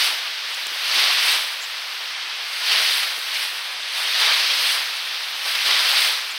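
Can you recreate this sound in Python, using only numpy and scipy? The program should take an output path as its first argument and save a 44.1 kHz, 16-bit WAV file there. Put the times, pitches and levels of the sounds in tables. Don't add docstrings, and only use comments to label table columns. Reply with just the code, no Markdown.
import sys
import numpy as np
from scipy import signal
from scipy.fft import rfft, irfft
from scipy.io import wavfile
from scipy.ndimage import uniform_filter1d

SR = 44100
rng = np.random.default_rng(int(sys.argv[2]) if len(sys.argv) > 2 else 0)


def dump(signal):
    limited = np.clip(np.atleast_2d(signal).T, -1, 1)
    pcm = np.round(limited * 32767).astype(np.int16)
    wavfile.write(sys.argv[1], SR, pcm)


N = 281341
TIME = np.arange(N) / SR
BINS = np.fft.rfftfreq(N, 1 / SR)

# (frequency [Hz], relative level [dB])
WASH_COLOUR = [(30, -47), (130, -46.5), (200, -39.5), (320, -29.5), (520, -19), (1000, -11), (2000, -1.5),
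               (3300, 1.5), (4800, 0), (6000, -9), (7500, -16), (9000, -15.5), (12000, -19), (16000, -23)]
# (arrival [s], length [s], level [dB], rise time constant [s],
# fall time constant [s], sag in the middle [dB], fade over the length [dB]); negative sag or fade lifts
SURGES = [(-0.2, 0.26, -19, .1, .09, 1.5, 0.4), (0.984, 0.34, -16.5, 0.13, 0.11, 3, 1.3),
          (2.715, 0.26, -18.5, 0.082, 0.16, -1, 2.5), (3.36, 0.075, -23.5, 0.086, .1, 2.5, 2.8),
          (4.219, 0.51, -18, 0.12, 0.15, 1.1, 3), (5.681, 0.37, -18.5, 0.062, .11, 0.2, -1)]
# (start [s], length [s], level [dB])
RUNUPS = [(0.502, .41, -33.5), (2.53, 0.28, -32), (3.97, 0.24, -26.5), (5.458, 0.16, -25)]


def gain_of(db):
    return 10 ** (np.asarray(db) / 20)


def evened(x):
    return x / np.sqrt(np.mean(x ** 2) + 1e-20)


def colour_gain(colour):
    hz, db = np.transpose(colour)
    return gain_of(np.interp(np.log(BINS + 1), np.log(hz + 1), db))


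def shaped(x, gain):
    return evened(irfft(rfft(x) * gain, N))


def airborne(colour, notch_hz=7020, half_width_hz=520, depth=0.69):
    notch = depth / (1 + ((BINS - notch_hz) / half_width_hz) ** 2)
    return colour_gain(colour) * (1 - notch)


def above(hz, order):
    return 1 - 1 / (1 + (BINS / hz) ** order)


def seething(patch_db, flicker_db):
    z = signal.stft(rng.standard_normal(N), nperseg=256, noverlap=192)[2].T
    patches = uniform_filter1d(rng.standard_normal(z.shape), size=16, axis=0)
    patches = uniform_filter1d(patches, size=7, axis=1)
    flicker = uniform_filter1d(rng.standard_normal(len(z)), size=12)
    z = z * gain_of(patch_db * evened(patches) + flicker_db * evened(flicker)[:, None])
    return evened(signal.istft(z.T, nperseg=256, noverlap=192)[1][:N])


def droplets(per_s, spread_db):
    size = gain_of(spread_db * np.minimum(rng.exponential(1, N), 5))
    hits = rng.random(N) < per_s / SR
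    return evened(size * rng.choice([-1, 1], N) * hits)


def swelling(curve):
    return gain_of(np.interp(TIME, *np.transpose(curve)))


def swell(start, length, rise, fall):
    before = np.maximum(start - TIME, 0)
    after = np.maximum(TIME - start - length, 0)
    return np.exp(-before / rise - after / fall)


def sloshing(depth_db, rate_hz):
    band = above(1.7, order=4) * (1 - above(rate_hz, order=4))
    return gain_of(depth_db * shaped(rng.standard_normal(N), band))


def bursts(rows, gain, rise):
    envelope = np.zeros(N)
    for start, db, decay in rows:
        age = np.maximum(TIME - start, 0)
        envelope += gain_of(db) * (1 - np.exp(-age / rise)) * np.exp(-age / decay)
    return envelope * shaped(rng.standard_normal(N), gain)


def surge(start, length, db, rise, fall, sag_db, fade_db):
    churn_lag_s = 0.037
    progress = np.clip((TIME - start) / length, 0, 1)
    force = gain_of(db - fade_db * progress - sag_db * np.sin(np.pi * progress) ** 2)
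    rush = force * swell(start, length, rise, fall)
    churn = force * swell(start + churn_lag_s, length, rise, fall)
    churn = churn * gain_of(-10 - 3.5 * progress)
    fizz = rush * gain_of(-15.5 + 4.5 * progress ** 2)
    return np.array([churn, rush, fizz])


def runup(start, length, db):
    rush = gain_of(db) * swell(start, length, rise=0.045, fall=0.076)
    return np.array([rush * gain_of(-12), rush, rush * gain_of(-12)])


def flow():
    # (time [s], level [dB])
    lapping_curve = [(0.008, -26.5), (0.511, -30.4), (1.701, -31.0), (2.394, -30.0), (3.68, -30.5),
                     (5.076, -28.5), (6.382, -30.4)]
    # (time [s], level [dB])
    foam_curve = [(-0.0, -44), (0.4, -49), (1.0, -45.5), (1.601, -46), (1.891, -46), (2.272, -48.5),
                  (2.788, -40.9), (3.602, -42.3), (3.832, -43), (4.2, -46), (5.202, -43.5), (6.38, -46)]
    lapping = swelling(lapping_curve)
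    calm = np.array([lapping * gain_of(-12.5), lapping, swelling(foam_curve)])
    waters = [calm] + [runup(*row) for row in RUNUPS] + [surge(*row) for row in SURGES]
    return np.sqrt(sum(gains ** 2 for gains in waters))


def wash():
    colour = airborne(WASH_COLOUR)
    small, fine = above(1274, order=6), above(7640, order=12)
    churn = shaped(seething(patch_db=1.5, flicker_db=0.9), colour * np.sqrt(1 - small))
    splashing = seething(patch_db=0.87, flicker_db=0.54) + gain_of(-6) * droplets(per_s=4000, spread_db=3.0)
    rush = shaped(splashing, colour * np.sqrt(small * (1 - fine)))
    foam = seething(patch_db=1.5, flicker_db=0.67) + gain_of(-8.5) * droplets(per_s=4400, spread_db=0.5)
    fizz = shaped(foam, colour * np.sqrt(fine))
    churn_gain, rush_gain, fizz_gain = flow()
    churn = churn * churn_gain * sloshing(depth_db=0.7, rate_hz=27)
    fizz = fizz * fizz_gain * sloshing(depth_db=0.5, rate_hz=12)
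    return churn + rush * rush_gain + fizz


def spray():
    # (frequency [Hz], relative level [dB])
    drop_colour = [(100, -50), (4000, -28), (7000, -9), (8300, 1.5), (9500, -2), (11000, -5.5),
                   (16000, -22)]
    lead_s, lag_s, half_s = 0.02, 0.025, 0.069
    throws = [(start + length - lead_s, db - 18) for start, length, db, *_ in SURGES]
    throws += [(start + lag_s, db - 15.5) for start, _, db in RUNUPS]
    envelope = sum(gain_of(db) * np.exp(-((TIME - peak) / half_s) ** 2) for peak, db in throws)
    drops = rng.standard_normal(N) + gain_of(-5) * droplets(per_s=4000, spread_db=-2.0)
    return envelope * shaped(drops, airborne(drop_colour))


def slaps():
    # (start [s], relative level [dB], decay time constant [s])
    slap_rows = [(0.995, -10, 0.01), (2.717, -10, 0.0058), (2.911, -11, .006), (3.031, -9, 0.0054),
                 (3.345, -31, .02), (4.148, -14, .006), (5.551, -8, 0.0066), (5.655, -13, 0.027),
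                 (5.708, -7, 0.0022), (5.7105, -6, .0012)]
    return gain_of(-6.5) * bursts(slap_rows, airborne(WASH_COLOUR), rise=0.00076)


def reel_clicks():
    # (time [s], peak level [dB])
    click_rows = [(0.6693, -9), (1.908, -30), (5.722, -24), (6.216, -21)]
    # (frequency [Hz], relative level [dB])
    click_colour = [(100, -22), (3000, -12), (5500, -6), (7500, 7), (9500, -5), (13000, -7), (16000, -8)]
    snap = np.roll(irfft(colour_gain(click_colour), N), N // 2)
    snap = snap / snap.max()
    return sum(gain_of(db) * np.roll(snap, round(s * SR) - N // 2) for s, db in click_rows)


def scrapes():
    # (centre [s], level [dB], half length to 1/e [s])
    scrape_rows = [(0.546, -35.5, .004), (1.632, -38, .022), (3.347, -41, .004), (3.82, -42, .003),
                   (6.317, -39.5, .012)]
    # (frequency [Hz], relative level [dB])
    scrape_colour = [(100, -30), (3000, -14), (5500, -9), (7200, 5), (8500, -7), (11000, -18), (16000, -13)]
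    touch = sum(gain_of(db) * np.exp(-((TIME - s) / half) ** 2) for s, db, half in scrape_rows)
    slips = rng.standard_normal(N) + gain_of(-12) * droplets(per_s=1700, spread_db=-1.0)
    return touch * shaped(slips, colour_gain(scrape_colour))


def rod_bumps():
    # (start [s], level ahead of the rise [dB], decay time constant [s])
    bump_rows = [(0.665, -47, .02), (0.715, -51, .025), (0.935, -46.5, 0.13), (3.172, -45, 0.012),
                 (4.203, -42, 0.027), (5.66, -45.5, 0.05)]
    # (frequency [Hz], relative level [dB])
    bump_colour = [(30, -30), (120, -15), (230, 4), (450, 13), (900, -13), (3000, -45)]
    return bursts(bump_rows, colour_gain(bump_colour), rise=0.0027)


def tackle():
    return reel_clicks() + scrapes() + rod_bumps()


def breakers():
    # (frequency [Hz], relative level [dB])
    far_colour = [(30, -47), (120, -40.5), (200, -31.5), (320, -20.5), (520, -12.5), (1000, -3.5),
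                  (2000, -0.5), (3200, 0), (4800, -8), (6000, -11.5), (7500, -17.5), (9000, -24),
                  (12000, -21), (16000, -23)]
    return gain_of(-34) * shaped(seething(patch_db=0.6, flicker_db=0.0), airborne(far_colour))


def dulled(water):
    # (start [s], length [s], depth [0-1])
    dull_rows = [(2.14, .25, .4), (3.76, .13, 0.55)]
    edge_s = 0.045
    dip = sum(depth * swell(start, length, edge_s, edge_s) for start, length, depth in dull_rows)
    treble = irfft(rfft(water) * above(11000, order=12), N)
    return water - dip * treble


def scene():
    mono = dulled(wash() + breakers()) + spray() + slaps() + tackle()
    return np.array([mono, mono])


def record(dry):
    edge_hz = 15900
    lowpass = signal.firwin(511, edge_hz, window=("kaiser", 9), fs=SR)
    return signal.oaconvolve(dry, lowpass[None], "same")


dry = scene()
out = record(dry)
dump(out)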